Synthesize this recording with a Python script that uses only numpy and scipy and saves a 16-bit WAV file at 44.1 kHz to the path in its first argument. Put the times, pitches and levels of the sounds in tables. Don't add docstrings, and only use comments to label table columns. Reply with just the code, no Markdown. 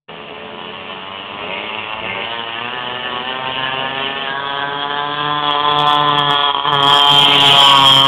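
import sys
import numpy as np
from scipy import signal
from scipy.fft import rfft, irfft, next_fast_len
from scipy.io import wavfile

SR = 44100
rng = np.random.default_rng(int(sys.argv[2]) if len(sys.argv) > 2 else 0)


def inscribe(sig):
    pcm = np.round(np.clip(np.atleast_2d(sig).T, -1, 1) * 32767)
    wavfile.write(sys.argv[1], SR, pcm.astype(np.int16))


def ratio(d):
    e = np.asarray(d, float) / 20
    return 10 ** e


N = 355887


def evened(x):
    return x / np.sqrt(np.mean(x ** 2) + 1e-20)


def columns(rows):
    times, *values = np.transpose(rows)
    return [np.interp(np.arange(N) / SR, times, value) for value in values]


def ramp(start_s, takes_s):
    return np.clip((np.arange(N) / SR - start_s) / takes_s, 0, 1)


def bumps(rows):
    t = np.arange(N) / SR
    return sum(np.interp(t, [s - rise, s, s + fall], [0, size, 0]) for s, rise, fall, size in rows)


def wander(per_s):
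    t = np.arange(N) / SR * per_s
    steps = rng.standard_normal(600)
    return np.interp(t, np.arange(len(steps)), steps) * np.sqrt(3 / 2)


def coloured(x, points):
    f, db = np.transpose(points)
    size = next_fast_len(len(x) + 4096)
    hz = np.fft.rfftfreq(size, 1 / SR)
    gain = ratio(np.interp(np.log(hz + 1), np.log(f + 1), db))
    return irfft(rfft(x, size) * gain, size)[:len(x)]


def resonate(x, hz, width):
    turn = np.exp(2j * np.pi * np.cumsum(hz * np.ones(N)) / SR)
    r = np.exp(-np.pi * width / SR)
    smooth = signal.lfilter([(1 - r) ** 2], [1, -2 * r, r * r], x / turn)
    return 2 * (turn * smooth).real


def focused(x, hz, focus, wide, narrow):
    focus = np.clip(focus, 0, 1)
    blurred = evened(resonate(x, hz, wide))
    sharp = evened(resonate(x, hz, narrow))
    return evened((1 - focus) * blurred + focus * sharp)


def body(x, modes):
    total = 0
    for k, (hz, width, db) in enumerate(modes):
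        total = total + (-1) ** k * ratio(db) * resonate(x, hz, width)
    return evened(total)


def firings(hz, memory, spread_db, blowdown, jitter, catches=(), count=128):
    turns = np.cumsum(hz) / SR
    at = [round(s * SR) for s, db in catches]
    turns += 1 - (turns[at[0]] % 1 if at else 0)
    chance = rng.standard_normal((1200, count + 2))
    strength = ratio(spread_db * chance[:, -1])
    for k, (s, db) in zip(at, catches):
        strength[round(turns[k])] = ratio(db)
    phase = np.arange(count) / count
    bang = np.sinc(count * (phase - .04 - jitter * chance[:, -2:-1])) * strength[:, None]
    keep = np.clip(memory, 0, .95)
    gas = signal.lfilter([1], [1, -keep], chance[:, :count], axis=0)
    gas *= (0.19 + np.exp(-phase / blowdown)) * strength[:, None]
    place = (turns + 0.037) * count
    return [evened(np.interp(place, np.arange(c.size), c.ravel())) for c in (bang, gas)]


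def mixed(bang, gas, rough):
    rough = np.clip(rough, 0, 1)
    return np.sqrt(1 - rough) * bang + np.sqrt(rough) * gas


# (frequency [Hz], width [Hz], level [dB])
PIPE_SKIRTS = [(835, 660, 7), (1280, 630, 6.5)]
PIPE_HZ, PIPE_ABEAM_HZ = 1001, -100
DIP_HZ, DIP_PAST_HZ, LIFT_HZ, LIFT_PAST_HZ = 573, 727, 420, 550


def pipe_note(drive, abeam, past, close, lifted):
    hz = PIPE_HZ + PIPE_ABEAM_HZ * abeam * (1 - past) - 30 * past + 90 * ramp(7.8, .25) + 30 * wander(5)
    focus = 0.02 + 0.36 * ramp(4.9, 0.38) + 0.46 * lifted + 0.061 * close
    focus = focus - 0.52 * abeam + .6 * past + 0.041 * wander(5.6)
    note = focused(drive, hz, focus, wide=620, narrow=260)
    dip_hz = DIP_HZ + (DIP_PAST_HZ - DIP_HZ) * past
    lift_hz = LIFT_HZ + (LIFT_PAST_HZ - LIFT_HZ) * past
    skirts = ratio(-16.0) * body(drive, PIPE_SKIRTS)
    pipe = note + skirts - ratio(-26 + 7 * past) * evened(resonate(drive, lift_hz, 280))
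    depth = np.clip(0.27 + .2 * abeam + 0.14 * past, 0, 1)
    return evened(pipe - depth * resonate(pipe, dip_hz, 150))


# (multiple of the firing rate, width [Hz], level [dB])
THUMP_ORDERS = [(1, 212, 17), (2, 510, -3.5)]
# (time [s], fall [s], recovery [s], level [dB])
ECHO_FADES = [(1.3, 0.32, 0.9, -4.5), (1.88, 0.069, 0.22, -21), (2.31, 0.058, .08, -34.5),
              (2.6, 0.12, 0.028, -4), (4.25, 0.15, .19, -10), (4.84, .05, 0.15, -6.5),
              (5.55, .15, 0.23, -9.5), (5.91, 0.073, 0.12, -8.5), (6.5, 0.24, 0.28, -13),
              (7.03, 0.15, .1, -17), (7.62, 0.06, 0.19, -10.5)]
THUMP_DB, THUMP_ABEAM_DB, THUMP_PER_DB = -9.5, 2.5, -0.27


def thump(bang, gas, rough, hz, near_db, abeam, close):
    level_db = THUMP_DB + THUMP_ABEAM_DB * abeam + THUMP_PER_DB * np.maximum(near_db + 33.5, 0)
    level_db = level_db + 4 * close + bumps(ECHO_FADES) + 1.4 * wander(13)
    orders = [(k * hz, width, db) for k, width, db in THUMP_ORDERS]
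    return ratio(level_db) * body(mixed(bang, gas, 0.81 * rough), orders)


# (frequency [Hz], width [Hz], level [dB])
OVERTONE_SKIRTS = [(1594, 216, 35.5), (1990, 1500, -25.5)]
# (time [s], rise [s], fall [s], level [dB])
OVERTONE_SWELLS = [
    (2.4, 0.51, 2.3, 6),
    (4.199, 1.8, 0.25, 5.9),
    (4.75, 0.76, .7, 4.5),
    (6.7, .06, 0.44, 3.8),
]
OVERTONE_HZ, OVERTONE_TURNED_HZ, OVERTONE_DRIFT_HZ = 1744, -130, 22
OVERTONE_DB, OVERTONE_PER_DB, OVERTONE_FLICKER_DB = -7.5, -0.38, 1.2


def pipe_overtone(bang, gas, rough, near_db, turned, lifted):
    level_db = OVERTONE_DB + OVERTONE_PER_DB * (near_db + 34) + bumps(OVERTONE_SWELLS)
    level_db = level_db - 6 * lifted + OVERTONE_FLICKER_DB * wander(16)
    hz = OVERTONE_HZ + OVERTONE_TURNED_HZ * (turned - 0.83 * ramp(5.2, 0.57))
    hz = hz + OVERTONE_DRIFT_HZ * wander(4.3)
    hiss = mixed(bang, gas, 1.1 * rough)
    note = evened(resonate(hiss, hz, 130))
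    return ratio(level_db) * evened(note + ratio(-.8) * body(hiss, OVERTONE_SKIRTS))


# (time [s], rise [s], fall [s], level [dB])
ECHO_SWELLS = [(1.69, 0.032, 0.09, 1.5), (4.4, 0.17, .15, -2), (5.4, .2, 0.19, 1), (5.79, 0.019, 0.046, 1),
               (5.5, .06, .08, 1.5), (5.68, 0.044, 0.053, 3), (5.89, .07, 0.046, 3),
               (6.07, 0.045, 0.09, 0.5), (6.24, 0.046, 0.057, -4), (6.3, 0.033, 0.053, 3),
               (6.53, 0.027, .08, -15.5), (6.62, 0.052, 0.064, -12), (6.67, 0.022, 0.021, 2.5),
               (6.715, 0.015, .02, -7), (6.4, 0.054, .03, -0.5), (6.48, .04, 0.018, -0.5),
               (6.78, .05, .09, -2.5), (6.92, 0.074, 0.097, 2.5), (7.27, 0.18, 0.23, -3),
               (7.65, 0.13, .12, 3.5), (7.9, .06, .1, 0.5), (8.04, 0.06, .03, -5.5)]
CRUISE_HZ = 148.6
RING_AWAY_HZ, RING_FACING_HZ = 2842, 3332
RING_DB, RING_TURNED_DB, RING_CLOSE_DB, RING_ABEAM_DB, RING_FLICKER_DB = 0.5, -5, 6, 5.5, 1.0
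TIN_ROUGH, TIN_SETTLES = .45, .2


def tin_ring(bang, gas, rough, speed_hz, turned, abeam, past, close):
    in_view = ramp(6.76, .16)
    level_db = RING_DB + RING_TURNED_DB * turned + RING_CLOSE_DB * in_view + RING_ABEAM_DB * abeam
    level_db = level_db - 0.13 * bumps(ECHO_SWELLS) + RING_FLICKER_DB * wander(17)
    doppler = 1 + close * (speed_hz / CRUISE_HZ - 1)
    hz = RING_AWAY_HZ + 80 * ramp(2.7, .8) * (1 - turned) + (RING_FACING_HZ - RING_AWAY_HZ) * turned
    hz = hz * doppler + 70 * past + 60 * (1 - .5 * turned) * wander(7)
    focus = .27 - 0.13 * ramp(3.0, 0.64) + 0.2 * turned + 0.29 * close
    focus = focus - 0.4 * abeam + 0.069 * past + 0.1 * wander(5)
    rattle = mixed(bang, gas, TIN_ROUGH + rough - TIN_SETTLES * close)
    return ratio(level_db) * focused(rattle, hz, focus, wide=1050, narrow=238)


# (time [s], firing rate [Hz])
BIKE_SPEED = [(0.09, 82.1), (0.42, 87.7), (0.97, 94.88), (1.2, 97.85), (1.71, 108.7), (1.85, 107.3),
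              (2.35, 116.4), (2.74, 125), (3.07, 126), (3.31, 129.9), (3.69, 131.2), (4.2, 137.8),
              (4.64, 141), (5.3, 147.8), (6.02, 147), (6.3, 143.7), (7.18, 143.1), (8.07, 136)]
# (time of the bottom or top [s], run-in [s],
# recovery [s], change [Hz])
REV_SAGS = [(2.55, .2, .18, -7), (2.84, .09, .16, -2.5), (3.15, .08, .16, -5), (4.26, 0.052, .14, -3.5),
            (4.51, .07, .13, -0.1), (5.56, .16, 0.072, -3), (6.58, .11, 0.088, -5), (6.69, 0.027, 0.062, 7),
            (6.84, 0.18, 0.082, -3.65), (7.22, 0.067, 0.06, -0.5), (7.88, 0.16, 0.14, -2)]
# (time [s], level [dB])
APPROACH = [(0.09, -41), (0.6, -37.5), (1.0, -34.5), (1.6, -31), (1.91, -30.5), (2.4, -30.5), (2.6, -29.5),
            (3.5, -27), (3.65, -26), (4.2, -26.5), (4.44, -23), (4.8, -24), (5.38, -20), (5.58, -17),
            (5.89, -14.5), (6.49, -14.5), (6.89, -11.5), (8.07, -10.5)]
# (time [s], level [dB])
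LATE_CATCHES = [
    (6.546, 11),
    (6.567, 6),
    (6.581, 7),
    (6.596, 7),
    (6.611, 3),
    (6.653, 5),
    (6.723, 1),
]
# (time [s], rise [s], fall [s], share [0-1])
THROTTLE_SHUT = [
    (6.58, .1, .08, 0.66),
]
# (time [s], rise [s], fall [s], share [0-1])
SIDE_ON = [
    (7.42, 0.44, 0.51, 1),
]
ROUGH_FAR, ROUGH_TURN, ROUGH_NEAR, ROUGH_ABEAM = .42, .3, .12, .14
CLEAR_S, CLEAR_TAKES_S = 4.3, .5
PIPE_ABEAM_DB = -2


def bike():
    speed_hz, near_db = columns(BIKE_SPEED)[0], columns(APPROACH)[0]
    hz = speed_hz + bumps(REV_SAGS)
    turned = ramp(4.2, .16)
    past = ramp(7.5, 0.21)
    close = ramp(5.744, 1.0)
    abeam, lifted = bumps(SIDE_ON), bumps(THROTTLE_SHUT)
    rough = ROUGH_FAR + (ROUGH_TURN - ROUGH_FAR) * ramp(0, CLEAR_S)
    rough = rough + (ROUGH_NEAR - ROUGH_TURN) * ramp(CLEAR_S, CLEAR_TAKES_S)
    rough = rough + ROUGH_ABEAM * abeam - .07 * lifted - .04 * past
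    bang, gas = firings(hz, memory=.66, spread_db=1.0, blowdown=0.85, jitter=0.0057, catches=LATE_CATCHES)
    sound = pipe_note(mixed(bang, gas, rough), abeam, past, close, lifted)
    sound = sound + thump(bang, gas, rough, hz, near_db, abeam, close)
    sound = sound + pipe_overtone(bang, gas, rough, near_db, turned, lifted)
    sound = sound + tin_ring(bang, gas, rough, speed_hz, turned, abeam, past, close)
    level_db = near_db + bumps(ECHO_SWELLS) + PIPE_ABEAM_DB * abeam + 0.36 * wander(14)
    return -ratio(level_db) * sound


# (time [s], firing rate [Hz], level [dB])
FAR_REVS = [(0.09, 71.1, -39), (0.5, 72.55, -38), (1.25, 71.2, -42), (1.39, 77.2, -35.5),
            (1.52, 95.9, -34.5), (1.7, 100.9, -37.5), (1.78, 98.3, -37), (1.93, 85.8, -40), (2.1, 96, -29),
            (2.22, 98.06, -31.5), (2.36, 87.8, -49.5), (2.58, 79, -49.5), (2.74, 77.3, -35.5),
            (4.07, 80.85, -33.5), (4.36, 78.2, -34), (4.62, 64.8, -44), (5.0, 46.6, -37.5),
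            (5.3, 45, -38.5)]
# (frequency [Hz], width [Hz], level [dB])
FAR_EXHAUST = [(99, 230, 3.5), (252, 150, -5), (335, 140, -12), (419.8, 71, 12), (602, 149, 10),
               (760, 230, -6)]
# (frequency [Hz], width [Hz], level [dB])
FAR_RASP_MODES = [(2157, 260, 2.5), (2700, 400, 3)]
RASP_SHUT_DB, RASP_OPEN_DB, RASP_FROM_HZ, RASP_FULL_HZ = -17.5, 2.5, 80, 93.7


def far_engine():
    hz, level_db = columns(FAR_REVS)
    rasp_db = np.interp(hz, [RASP_FROM_HZ, RASP_FULL_HZ], [RASP_SHUT_DB, RASP_OPEN_DB])
    bang, gas = firings(hz, memory=0.54, spread_db=1.0, blowdown=0.32, jitter=0.006)
    drive = mixed(bang, gas, 0.39)
    fade = np.clip((FAR_REVS[-1][0] - np.arange(N) / SR) / 0.64, 0, 1)
    purr = ratio(-14.0 - 0.25 * rasp_db) * evened(resonate(bang, 221, 120))
    sound = purr + body(drive, FAR_EXHAUST) + ratio(rasp_db) * body(drive, FAR_RASP_MODES)
    return fade * ratio(level_db + 0.85 * wander(8)) * sound


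def walls(x):
    t = np.arange(SR // 3) / SR
    signs = rng.choice([-1., 1.], len(t))
    sparse = rng.random(len(t)) < 2000 / SR
    taps = signs * sparse * ratio(-60 * t / 0.83) * (t > .004)
    return signal.fftconvolve(x, taps / np.linalg.norm(taps))[:N]


# (frequency [Hz], level [dB per Hz])
STREET_COLOUR = [(18, -33), (30, -34.5), (136, -11.5), (314, -6), (421, -21.5), (509, -12), (565, -13),
                 (1680, -11), (2840, -6), (4500, -13.5), (5850, -77.5), (9900, -120)]
# (time [s], rise [s], fall [s], level [dB])
AIR_GUSTS = [
    (.75, .15, .1, 5),
    (1.29, 0.1, .4, 12),
    (2.0, .15, .6, 16.5),
    (3.58, 0.26, .1, 11),
    (5.36, 0.37, .13, 2),
    (7.38, 0.16, .3, 4.5),
    (7.82, 0.067, .2, 14.5),
]
STREET_DB, RUSH_CALM_DB, RUSH_PER_DB = -40.5, -53, 0.47


def street():
    wash = ratio(STREET_DB) * evened(coloured(rng.standard_normal(N), STREET_COLOUR))
    low = [(12, -43.0), (30, -10.0), (70, -13), (110, -8), (200, -55.5)]
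    rumble = evened(coloured(rng.standard_normal(N), low))
    rush_db = RUSH_CALM_DB + RUSH_PER_DB * (columns(APPROACH)[0] + 29.5) + bumps(AIR_GUSTS)
    return wash + ratio(rush_db) * rumble


def scene():
    engines = bike() + far_engine()
    return (engines + ratio(-12.5) * walls(engines) + street())[None]


# (frequency [Hz], level [dB])
PHONE_BAND = [(20, -17.5), (80, -4.5), (150, 3.5), (3400, 1), (3750, -6), (4000, -13), (4300, -15.5),
              (4600, -34), (4900, -100)]
START_S, OVERLOAD, CLIP = 0.081, 0.69, .735


def phone_input(sound):
    knee = sound / (1 + (sound / OVERLOAD) ** 4) ** (1 / 4)
    narrow = coloured(knee * ramp(START_S, 0.013), PHONE_BAND)
    return np.clip(narrow, -CLIP, CLIP)[None]


def low_pass(x):
    return signal.sosfilt(signal.butter(12, 15950, fs=SR, output="sos"), x)


def record(dry):
    mix = phone_input(dry[0])
    return low_pass(mix)


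dry = scene()
out = record(dry)
inscribe(out)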